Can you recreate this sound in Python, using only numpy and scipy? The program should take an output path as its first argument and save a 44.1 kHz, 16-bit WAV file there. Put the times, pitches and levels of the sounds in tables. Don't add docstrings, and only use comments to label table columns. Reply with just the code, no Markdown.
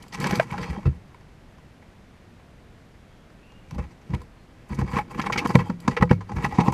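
import sys
import numpy as np
from scipy import signal
from scipy.fft import rfft, irfft
from scipy.io import wavfile
from scipy.ndimage import uniform_filter1d

SR = 44100
rng = np.random.default_rng(int(sys.argv[2]) if len(sys.argv) > 2 else 0)


def persist_wave(psi):
    counts = np.round(np.clip(psi, -1, 1) * 32767).astype(np.int16)
    wavfile.write(sys.argv[1], SR, np.atleast_2d(counts).T)


def gain_from_decibels(decibels):
    exponent = np.asarray(decibels, float) / 20
    return 10 ** exponent


N = 296793

# f/Hz, density/dB
HUSH = [(20, 4), (59, -0.5), (191, -4), (404, -13), (631, -15), (1130, -20.5), (1920, -22), (12500, -45.5),
        (15600, -55)]
HUSH_DB = -48.5
# t/s, f/Hz, level/dB
BIRD = [
    [(3.1, 3200, -78), (3.17, 3240, -78), (3.27, 3380, -83)],
    [(3.42, 2580, -67), (3.45, 2720, -65), (3.49, 2780, -69), (3.56, 2860, -70), (3.72, 2800, -76)],
    [(3.43, 2520, -71), (3.53, 2560, -74)],
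    [(3.63, 2400, -73), (3.72, 2380, -72)],
    [(4.36, 4300, -75), (4.42, 4310, -76)],
]

# f/Hz, level/dB, t60/s
DEEP = [(61.7, -11.5, 0.21), (75.2, -15, 0.23)]
FLOOR_BOARD = [(100, -8.5, 0.4), (135, 11, 0.1), (173.3, -0.5, 0.28), (195.8, 8.5, 0.078), (240, 1, 0.082),
               (263, -27, 0.014), (318, 10, 0.032), (400, -61, 0.035)]
SIDE_PANEL = [(300, -5.5, .04), (345, -2.5, 0.088)]
WALL = [(486.8, -2.5, 0.063), (580, -10, 0.033), (833, -0.5, 0.048), (946, -0.5, 0.034), (1020, -2, 0.043),
        (1050, -57, 0.035), (1253, -10, 0.06)]
THIN_BOARD = [(1367, -1, 0.082), (1670, -16, .02), (1713, 6, 0.047), (1950, 17.5, 0.022), (2220, 18, 0.019),
              (2300, 10, 0.016), (2480, -14, 0.082), (2600, 2.5, 0.05)]
# f/Hz, level/dB, t60/s
SHELL = [(3200, 8.5, 0.0077), (3960, 6.5, 0.0047), (4600, -8, 0.015), (4770, 19.5, 0.0031),
         (5930, 25, 0.0015), (7400, 9.5, 0.0021), (9160, 4, 0.00097), (12200, -41, 0.0013),
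         (13700, -48, .002)]
HUSK = [(2600, 11, 0.021), (3195, 5.5, 0.027), (3700, 1, 0.026), (4330, -1, 0.026), (4730, 2.5, 0.013),
        (5750, -12, .01), (6240, -16, .015), (7430, -12, 0.0068), (8600, -14, .008), (10350, -16, .006)]
NUT = [(660, -9, 0.024), (980, -14, 0.02), (1530, -2, 0.017), (1610, -14, 0.011), (2370, -9, 0.011)]
TRAY = [(390, -4.5, 0.07), (490, -6, .1)]

# t/s, peak level/dB, length/ms
SKINS = [(.293, -42, 16), (3.782, -50, 10), (4.687, -48.5, 14), (4.787, -40, 16), (4.9, -44, 45),
         (5.104, -47.5, 24), (5.138, -47, 36), (5.446, -42, 20), (5.49, -42, 40), (5.582, -47, 29),
         (5.65, -48, 57), (5.821, -50, 14), (6.352, -47, 26), (6.419, -43, 45), (6.505, -49, 55),
         (6.641, -42, 50), (6.719, -35, 11)]
SKIN_LOW_HZ, SKIN_CLICKS_PER_S = 5500, 9000
# t/s, peak level/dB, length/ms, favoured f/Hz, husk level/dB re peak
BRUSHES = [(.22, -28.5, 66, 480, -6), (.25, -31, 54, 700, -7), (.51, -31, 43, 830, -12),
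           (.56, -32, 79, 480, -11), (.64, -34.5, 79, 950, -4), (.72, -37.5, 85, 830, -8),
           (.858, -27, 14, 300, -16), (3.72, -40, 57, 330, -17), (3.775, -30, 35, 478, -17),
           (4.12, -33.5, 41, 330, -8), (4.69, -37, 48, 950, -9), (4.78, -28.5, 22, 464, -9),
           (4.85, -38, 81, 950, -9), (5.095, -36, 26, 950, -10), (5.22, -33, 32, 1030, -10),
           (5.395, -24, 63, 830, -20), (5.56, -29, 63, 830, -6.5), (5.62, -31, 100, 850, -13),
           (6.03, -34, 45, 490, -28), (6.11, -26.5, 32, 830, -19), (6.28, -32.5, 43, 826, -16),
           (6.39, -34, 54, 830, -20), (6.53, -29.5, 52, 830, -16), (6.59, -16, 39, 830, -26),
           (6.63, -21.5, 50, 830, -20), (6.685, -30, 32, 830, -23)]
BRUSH_CLICKS_PER_S = 4000
# t/s, peak level/dB, contact/ms, favoured f/Hz
NUDGES = [
    (.241, -21, 4, 1530),
    (6.026, -19, 12, 490),
    (.24, -24, 26, 390),
    (.308, -21.5, 3.6, 660),
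    (.322, -24.5, 21, 1530),
    (.324, -23, 17, 390),
    (6.108, -17, 16, 490),
]
KICK_S, KICK_DB, KICK_MS = .396, -5.5, 6
# t/s, peak level/dB, length/ms, favoured f/Hz, wall level/dB re peak
DRAGS = [(.133, -31, 23, 2040, -17), (.212, -30, 30, 2300, -1), (.29, -26, 19, 4700, -10),
         (.362, -36, 18, 4700, -9), (3.783, -41, 23, 2400, -13), (4.139, -33, 16, 2600, -2),
         (5.183, -30.5, 10, 4500, -15), (5.251, -25, 28.5, 2300, 4.5), (5.443, -25, 19, 2400, 4),
         (5.47, -30.5, 56, 4600, -13), (5.542, -28, 11, 2300, 8), (5.59, -32, 22.4, 3200, -3),
         (5.89, -32, 35, 4600, -5), (6.433, -26, 15, 2480, -7), (6.452, -29, 21, 1970, 5),
         (6.572, -32, 15, 2200, 5), (6.595, -23, 26, 3220, -4), (6.625, -38, 48, 2200, 3),
         (6.655, -26.5, 36, 2500, 7.5), (6.695, -35, 16, 2300, 6)]
DRAG_CLICKS_PER_S, DRAG_SWELL = 2700, 0.61

# t/s, level/dB
SCRABBLE = [
    [(0.0, -44), (.102, -59), (.198, -34.5), (.312, -30.5), (.42, -36), (.538, -41.5), (.72, -39.5),
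     (.83, -49.5), (1.05, -68)],
    [(3.64, -83), (3.7, -59), (3.848, -54), (3.998, -74), (4.146, -46), (4.3, -76)],
    [(4.68, -62), (4.72, -40.5), (4.83, -43), (4.88, -47), (4.95, -37.5), (5.06, -56.5)],
    [(5.23, -41), (5.39, -37.5), (5.43, -42.5), (5.5, -39), (5.61, -42.5), (5.64, -51), (5.7, -47),
     (5.8, -59.5)],
    [(5.86, -45), (5.92, -45), (6.04, -66), (6.2, -62), (6.3, -54), (6.39, -38.5), (6.53, -46.5),
     (6.73, -41.5)],
]
FLOOR_DB = 0.5
RUSTLE_DB, RUSTLE_FOLLOWS = -59.5, 0.77
SHAKE_DB, SHAKE_S = -26, 0.041
TUNNEL_S, TUNNEL_FLOOR_DB = .9, 5.5
THIN_OPEN, THIN_TUNNEL = 0.57, 0.66
DEEP_OPEN, DEEP_TUNNEL = .1, .27

# t/s, peak level/dB, deep level/dB re peak, push/ms, favoured f/Hz
LANDINGS = [(0.142, -33, -17, 7.7, 164), (0.519, -22, -12, 2.5, 115), (0.588, -25.5, -8, 7.1, 185),
            (0.683, -28, 3.5, 15, 161), (.852, -14, 3.5, 9.7, 130), (.874, -17.5, 8.5, 3.2, 144),
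            (3.721, -27, -8, 7, 135), (3.756, -26.5, -0.5, 4.4, 182), (3.787, -18.5, -2.5, 1.5, 111),
            (4.094, -24, -6, 8.7, 160), (4.131, -14.5, -3.5, 2.93, 106), (4.703, -26.5, 0.5, 6.1, 184),
            (4.787, -15, -11, 3.2, 175), (4.816, -18.5, -3, 6.7, 127), (4.934, -21, -4.5, 2.3, 192),
            (6.002, -18.5, 0.5, 1.2, 113), (6.337, -25, -4, 4.1, 135), (6.361, -21, -0.5, 2.4, 104),
            (6.515, -32.5, 1, 7.6, 240)]
LANDING_TOES_DB = -13.5
# t/s, peak level/dB, push/ms, favoured f/Hz, toe level/dB re peak
PAWS = [(0.202, -23, 5.7, 193, -11), (0.256, -20.5, 4.4, 165, -9), (0.326, -14.5, 5.2, 169.6, -15),
        (0.35, -38, 3.1, 127, -7), (0.769, -29, 10.4, 193, -3), (4.967, -15, 1.47, 159, -28),
        (5.138, -35, 5.7, 179, -16), (5.192, -16, 2.8, 226, -17), (5.414, -33, 17, 305, -13),
        (5.451, -16.5, 3.9, 252, -11), (5.495, -14.5, 5.3, 189, -9), (5.55, -1, 3.37, 165, -9),
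        (5.587, -19.5, 4.2, 134, -10), (5.696, -14.5, 3.6, 225, -14), (5.88, -8, 2.9, 205, -33),
        (6.024, -4.5, 1.78, 156, -21), (6.106, -8.5, 5.06, 238, -20), (6.112, -2.5, 1.04, 132, -23),
        (6.31, -28, 0.86, 137, -15), (6.441, -17.5, 3.1, 200, -10), (6.586, -4.5, 2.28, 182, -16),
        (6.601, -26, 2.6, 190, -11), (6.681, -7, 2.04, 168, -11)]
PAW_DEEP_DB = -26.5

# t/s, peak level/dB, contact/ms, favoured f/Hz, brightness/dB
DULL_KNOCKS = [(.535, -22.5, 13.4, 810, -7), (.747, -31, 8.7, 805, -8), (.763, -26, 3.8, 755, -6),
               (3.779, -29, 13.4, 1100, 2), (4.213, -37, 5.6, 1030, -7), (6.583, -9.5, 13.4, 824, -9),
               (4.786, -24, 12, 1050, 2), (4.812, -21.5, 5.8, 880, -1), (4.912, -27.5, 15, 960, 3),
               (5.108, -30.5, 12, 1030, 2), (5.176, -25.5, 15, 1020, -1), (5.298, -14, 6.8, 920, -19),
               (5.422, -27, 8, 1060, -14), (5.457, -11.5, 4.8, 980, -2), (5.488, -22, 15, 885, -7),
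               (5.502, -18, 9.3, 990, 0.5), (5.698, -23.5, 5.5, 920, 3), (5.862, -40, 6.6, 1030, 2),
               (5.876, -8, 7.3, 1020, 2.5), (5.914, -29.5, 8.4, 1040, -2), (6.127, -25, 6.4, 950, 1.5),
               (6.206, -28, 13, 1050, 1), (6.292, -29.5, 10, 1070, -1), (6.316, -25.5, 6, 854, -0.5),
               (6.383, -26, 6.4, 806, -2), (6.522, -22.5, 5.3, 840, -5), (6.539, -31, 26, 800, 9),
               (6.611, -18, 8.8, 1020, -2), (6.68, -8, 6.7, 880, -6), (6.721, -16, 8.6, 1000, -2)]
HARD_KNOCKS = [(.381, -34, 24, 1600, 2), (.522, -28, 9.7, 990, -2), (.578, -25.5, 7.8, 815, 2),
               (.852, -33.5, 21, 1060, 6.5), (1.144, -39.5, 4.4, 940, 1), (4.134, -28, 13, 960, -2),
               (4.69, -41.5, 43, 1030, 4), (4.729, -29, 5.8, 980, -5), (4.927, -25.5, 24.6, 806, 0.5),
               (4.963, -14.5, 19, 1050, -3.5), (4.982, -15.5, 12, 800, -4.5), (5.009, -27, 10, 840, -4),
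               (5.145, -29.5, 6.8, 824, -1), (5.194, -16.5, 8, 1020, -3), (5.239, -23, 5.1, 1060, -9),
               (5.262, -18.5, 11, 1020, -3), (5.357, -18.5, 7.4, 980, -3), (5.553, -6, 4.5, 940, 0),
               (5.585, -18, 25, 1050, -6), (6.009, -19, 6.7, 824, -7), (6.023, -8, 6.4, 1950, -4),
               (6.074, -40, 5.2, 1030, -4), (6.111, -11.5, 4, 830, -4), (6.361, -28, 12, 980, 4.5),
               (6.424, -24.5, 17, 1050, -10), (6.443, -13, 8.7, 870, 1.5), (6.509, -28.5, 24, 1050, -2),
               (6.6, -23.5, 12.5, 2080, 6.5)]
THIN_KNOCKS = [
    (.322, -26, 4.3, 1530, 6),
    (.397, -20, 5, 2300, 9),
    (.503, -28.5, 11, 2210, 3.5),
    (.699, -33.5, 12, 872, 6),
    (1.824, -42.5, 4.6, 853, -2),
    (2.395, -46.5, 11, 1930, -1),
    (5.965, -8.5, 13.6, 2200, -7.5),
    (6.091, -23, 30, 2200, -1),
]
CRUNCHES = [
    (.241, -18.5, 5, 1670, -3),
    (.258, -24.5, 11, 996, -8),
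    (.626, -25.5, 19.6, 1850, -5.5),
    (5.213, -29, 11.7, 2220, 1.5),
    (5.322, -20, 14, 2600, 0),
    (5.374, -17, 18.5, 2500, 0),
]
SHELL_CLACKS = [(.122, -34.5, 25, 1050, 1), (.144, -27.5, 9.4, 1130, -2.5), (.203, -31, 46, 880, 0),
                (.308, -20, 4.2, 815, -5), (.334, -28, 39, 826, -4.5), (.353, -32, 5, 806, 7.5),
                (.603, -36, 30, 955, -1.5), (3.708, -34.5, 6.1, 1020, -4.5), (3.744, -42, 9.9, 875, -6),
                (3.905, -49, 20, 880, -5), (4.012, -55, 18, 851, -2)]
# t/s, peak level/dB, contact/ms, favoured f/Hz
LOW_KNOCKS = [
    (.855, -25.5, 4.6, 480),
    (3.79, -35, 24, 488),
    (4.13, -35, 16, 480),
    (5.7, -26, 7.7, 510),
    (6.03, -16, 6.1, 486),
    (6.108, -14, 10, 504),
]
# t/s, peak level/dB
TICKS = [
    (.062, -49),
    (1.209, -48),
    (1.582, -47),
    (3.301, -48),
    (3.519, -47.5),
    (4.103, -45),
    (4.865, -59),
]
# t/s, peak level/dB
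SNAPS = [
    (.024, -47.5),
    (.08, -51),
    (.2, -36.5),
    (.268, -32),
    (.512, -49),
    (4.198, -66),
    (4.215, -53),
    (5.472, -41),
    (5.801, -49.5),
]
TICK_MS, TICK_HZ = 4.3, 870
# wall level/dB, thin-board level/dB, crack level/dB, hiss level/dB, lowest shell f/Hz
DULL = (-1.5, -14.5, -17, -56, 3501)
HARD = (-1, -5, -15, -17.5, 3295)
THIN = (-8, -3.5, -17, -19.5, 3498)
CRUNCH = (-7, 1.5, -1.5, -10.5, 3000)
CLACK = (-2, -4, 1.5, -2.5, 4200)
TICK = (0, -17, -4.5, -17, 3500)
SNAP = (-34, -15, 9, 10, 5000)
LOW = (0, -31, -25, -54, 3496.5)
BRIGHT_THIN_SHARE = 0.65
RATTLE_DB, RATTLE_S = -5, .02

MUFFLE_S, MUFFLED_HZ, MUFFLED_SHARE = 6.47, (1220, 1850), 0.76
MIC_LOW_HZ, TOP_HZ = 27.6, 15950
GAIN_KNEE_DB, GAIN_RATIO, GAIN_RELEASE_DB_S = -20, 0.048, 62


def rms_one(x):
    return x / np.sqrt(np.mean(x ** 2) + 1e-20)


def drift(rate_hz):
    r = np.exp(-2 * np.pi * rate_hz / SR)
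    return rms_one(signal.lfilter([1], [1, -2 * r, r * r], rng.standard_normal(N + SR))[SR:])


def soften(force, top_hz):
    return signal.sosfilt(signal.butter(2, top_hz, fs=SR, output="sos"), force)


def ring(force, hz, t60):
    r, w = gain_from_decibels(-60 / (t60 * SR)), 2 * np.pi * hz / SR
    return signal.lfilter([1, -1], [1, -2 * r * np.cos(w), r * r], force + 1e-18) * np.cos(w / 2)


def body(force, modes):
    return rms_one(sum(gain_from_decibels(db) * ring(force, hz, t60) for hz, db, t60 in modes))


def strike(times, peak_db, force, modes, favoured_hz, focus_db, spread_db):
    luck = spread_db * rng.standard_normal((len(times), len(modes)))
    rows = 0
    for k, (hz, db, t60) in enumerate(modes):
        near = np.exp(-(np.log2(hz / favoured_hz) / .18) ** 2)
        gain = gain_from_decibels(db + focus_db * near + luck[:, k])
        rows = rows + gain[:, None] * ring(force, hz, t60)
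    rows = rows / np.abs(rows).max(axis=1, keepdims=True) * gain_from_decibels(peak_db)[:, None]
    out = np.zeros(N + force.shape[1])
    for s, row in zip(times, rows):
        start = round(s * SR)
        out[start:start + len(row)] += row
    return out[:N]


def progress(length_ms, seconds):
    return np.arange(int(seconds * SR)) / SR / (np.asarray(length_ms)[:, None] / 1000)


def rough(shape, share):
    return rng.laplace(size=shape) * (rng.random(shape) < share)


def hush():
    hz = np.fft.rfftfreq(N, 1 / SR) + 1
    point_hz, point_db = np.transpose(HUSH)
    shape = gain_from_decibels(np.interp(np.log(hz), np.log(point_hz), point_db))
    noise = irfft(rfft(rng.standard_normal(N)) * shape, N)
    return gain_from_decibels(HUSH_DB + 0.13 * drift(7.5)) * rms_one(noise)


def bird():
    out, t = np.zeros(N), np.arange(N) / SR
    waver = 1 + .018 * drift(60)
    for note in BIRD:
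        s, hz, level_db = np.transpose(note)
        edge = np.clip(np.minimum(t - s[0], s[-1] - t) / 0.0082, 0, 1)
        turns = np.cumsum(np.interp(t, s, hz) * waver) / SR
        out += edge * gain_from_decibels(np.interp(t, s, level_db) + 4.0) * np.sin(2 * np.pi * turns)
    out *= gain_from_decibels(2.2 * drift(30))
    return out + 0.32 * np.roll(out, 900) + 0.59 * np.roll(out, 2100)


def skins():
    s, peak_db, length_ms = np.transpose(SKINS)
    phase = progress(length_ms, 1 / 8)
    swell = np.minimum(phase / 0.14, 1) * np.exp(-phase ** 3)
    clicks = swell * rough(phase.shape, SKIN_CLICKS_PER_S / SR)
    clicks = signal.sosfilt(signal.butter(2, SKIN_LOW_HZ, "high", fs=SR, output="sos"), clicks)
    modes = SHELL[5:7] + [(12500, -5, .001)]
    return strike(s, peak_db, clicks, modes, 7400, focus_db=0, spread_db=4)


def brushes():
    s, peak_db, length_ms, hz, husk_db = np.transpose(BRUSHES)
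    phase = progress(length_ms, 1 / 8)
    stroke = np.sin(np.pi * np.minimum(phase, 1))
    clicks = stroke * rough(phase.shape, BRUSH_CLICKS_PER_S / SR)
    walls, husks = soften(clicks, top_hz=1100), soften(clicks, top_hz=7000)
    return (strike(s, peak_db, walls, SIDE_PANEL + WALL[:5], hz, focus_db=10, spread_db=0)
            + strike(s, peak_db + husk_db, husks, HUSK, 5100, focus_db=6, spread_db=4))


def nudges():
    s, peak_db, contact_ms, hz = np.transpose(NUDGES)
    phase = progress(contact_ms, 1 / 10)
    force = np.sin(np.pi * np.minimum(phase, 1)) * rng.laplace(size=phase.shape)
    return strike(s, peak_db, soften(force, top_hz=2600), TRAY + NUT, hz, focus_db=10, spread_db=0)


def kicked_nut():
    phase = progress([KICK_MS], 1 / 10)
    force = np.sin(np.pi * np.minimum(phase, 1)) * rng.standard_normal(phase.shape)
    force = soften(soften(force, top_hz=2600), top_hz=2600)
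    return strike([KICK_S], np.array([KICK_DB]), force, NUT, 1500, focus_db=0, spread_db=0.5)


def drags():
    s, peak_db, length_ms, hz, wall_db = np.transpose(DRAGS)
    phase = progress(length_ms, 1 / 10)
    swell = np.interp(phase, [0, DRAG_SWELL, 1], [.2, 1, 0])
    clicks = swell * rough(phase.shape, DRAG_CLICKS_PER_S / SR)
    bright, dull = soften(clicks, top_hz=9000), soften(clicks, top_hz=1400)
    return (strike(s, peak_db, bright, THIN_BOARD[3:] + HUSK, hz, focus_db=10, spread_db=4)
            + strike(s, peak_db + wall_db, dull, WALL, 1070, focus_db=10, spread_db=4))


def thump_rows():
    landings = [row + (LANDING_TOES_DB,) for row in LANDINGS]
    paws = [(s, db, PAW_DEEP_DB, ms, hz, toes_db) for s, db, ms, hz, toes_db in PAWS]
    return np.transpose(landings + paws)


def shake():
    s, peak_db = thump_rows()[:2]
    blows = np.zeros(N)
    blows[(s * SR).astype(int)] = gain_from_decibels(peak_db + SHAKE_DB)
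    return signal.lfilter([1], [1, -np.exp(-1 / (SHAKE_S * SR))], blows)


def grains(per_s, size_db, clump_db):
    sizes = gain_from_decibels(size_db * np.minimum(rng.exponential(1, N), 4)) * rng.choice([-1, 1], N)
    return sizes * (rng.random(N) < per_s / SR) * gain_from_decibels(clump_db * drift(22.6))


def scrabble():
    t = np.arange(N) / SR
    s, level_db = np.transpose([row for bout in SCRABBLE for row in bout])
    effort_db = np.interp(t, s, level_db)
    rustle_db = RUSTLE_DB + RUSTLE_FOLLOWS * (effort_db + 40.0)
    inside = t > TUNNEL_S
    claws = grains(1400, size_db=2.0, clump_db=4)
    fur = grains(6000, size_db=2.0, clump_db=4)
    weight = soften(grains(900, size_db=3.0, clump_db=3), top_hz=272)
    thin_share = np.where(inside, THIN_TUNNEL, THIN_OPEN)
    deep_share = np.where(inside, DEEP_TUNNEL, DEEP_OPEN)
    thin = body(soften(claws, top_hz=3060), THIN_BOARD)
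    boards = body(soften(claws, top_hz=1240), WALL) - thin_share * thin
    floor = body(weight, FLOOR_BOARD) + deep_share * body(weight, DEEP)
    floor_level = gain_from_decibels(effort_db + FLOOR_DB + TUNNEL_FLOOR_DB * inside) + shake()
    rustle = body(soften(fur + 1.6 * claws, top_hz=12000), SHELL)
    return gain_from_decibels(effort_db - 4.5) * boards + floor_level * floor + gain_from_decibels(rustle_db) * rustle


def thumps():
    s, peak_db, deep_db, push_ms, hz, toes_db = thump_rows()
    t = np.arange(SR // 4) / SR
    push = np.sin(np.pi * np.minimum(progress(np.clip(3.23 * push_ms, 1, 40), 1 / 4), 1))
    rocking = soften(push * np.sin(2 * np.pi * hz[:, None] * t), top_hz=1500)
    pads = soften(push * soften(rng.standard_normal(push.shape), top_hz=566), top_hz=1500)
    deep = push * np.sin(2 * np.pi * 70 * t)
    return (strike(s - .002, peak_db, rocking, FLOOR_BOARD, hz, focus_db=0, spread_db=4)
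            + strike(s, peak_db + toes_db, pads, FLOOR_BOARD[4:] + WALL[:2], hz, focus_db=0, spread_db=4)
            + strike(s, peak_db + deep_db, deep, DEEP, hz, focus_db=0, spread_db=4))


def knock_rows():
    ticks, snaps = [[(s, db, TICK_MS, TICK_HZ, 0) for s, db in rows] for rows in (TICKS, SNAPS)]
    low_knocks = [row + (0,) for row in LOW_KNOCKS]
    kinds = [(DULL_KNOCKS, DULL), (HARD_KNOCKS, HARD), (THIN_KNOCKS, THIN), (CRUNCHES, CRUNCH),
             (SHELL_CLACKS, CLACK), (ticks, TICK), (snaps, SNAP), (low_knocks, LOW)]
    tilt = np.array([0, BRIGHT_THIN_SHARE, 1, 1])
    return np.transpose([(s, ms, hz, *(db + np.array(kind[:4]) + bright_db * tilt), kind[4])
                         for rows, kind in kinds for s, db, ms, hz, bright_db in rows])


def knocks():
    s, contact_ms, hz, wall_db, thin_db, crack_db, husk_db, lowest_hz = knock_rows()
    phase = progress(np.clip(contact_ms, .5, 40), 1 / 10)
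    onset = np.minimum(phase, 1)
    skid = np.minimum(phase / .2, 1) * np.exp(-phase ** 2.5)
    fade = skid + gain_from_decibels(1.5) * onset * np.exp(-phase / 0.86)
    force = fade * rough(phase.shape, .3)
    rattle_fade = gain_from_decibels(RATTLE_DB) * onset * np.exp(-np.arange(SR // 10) / SR / RATTLE_S)
    rattle = force + rattle_fade * rough(phase.shape, .15)
    shell_hz = lowest_hz * 2.0 ** rng.random(len(s))
    wall, thin = soften(force, top_hz=1400), soften(force, top_hz=2710)
    crack, hiss = soften(rattle, top_hz=7040), np.minimum(phase / 0.62, 1) * rattle
    return (strike(s, wall_db, wall, WALL, hz, focus_db=9.5, spread_db=1.5)
            - strike(s, thin_db, thin, THIN_BOARD, hz, focus_db=10, spread_db=4)
            + strike(s, crack_db, crack, SHELL[:5], shell_hz, focus_db=1.5, spread_db=4)
            + strike(s, husk_db, hiss, SHELL[5:], 2 * shell_hz, focus_db=0, spread_db=4))


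def muffle(box):
    muffled = np.clip((np.arange(N) / SR - MUFFLE_S) / .03, 0, 1)
    band = signal.sosfilt(signal.butter(1, MUFFLED_HZ, "band", fs=SR, output="sos"), box)
    return box - MUFFLED_SHARE * muffled * band


def scene():
    far = hush() + bird()
    litter = skins() + brushes() + nudges() + kicked_nut()
    boards = muffle(drags() + scrabble() + knocks())
    return (far + litter + boards + thumps())[None]


def roll_off(x):
    return signal.sosfilt(signal.butter(12, 15630, fs=SR, output="sos"), x)


def record(dry):
    heard = signal.sosfilt(signal.butter(2, MIC_LOW_HZ, "high", fs=SR, output="sos"), dry)
    slope = GAIN_RELEASE_DB_S * np.arange(N) / SR
    level_db = 10 * np.log10(uniform_filter1d(heard[0] ** 2, size=441) + 1e-12)
    held_db = np.maximum.accumulate(level_db + slope) - slope
    over_db = np.maximum(held_db - GAIN_KNEE_DB, 0)
    cut_db = signal.lfilter([.002], [1, -.998], GAIN_RATIO * over_db)
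    limited = np.clip(heard * gain_from_decibels(-cut_db), -.95, .95)
    mix = signal.sosfilt(signal.cheby2(10, 60, TOP_HZ, fs=SR, output="sos"), limited)
    return roll_off(mix)


dry = scene()
out = record(dry)
persist_wave(out)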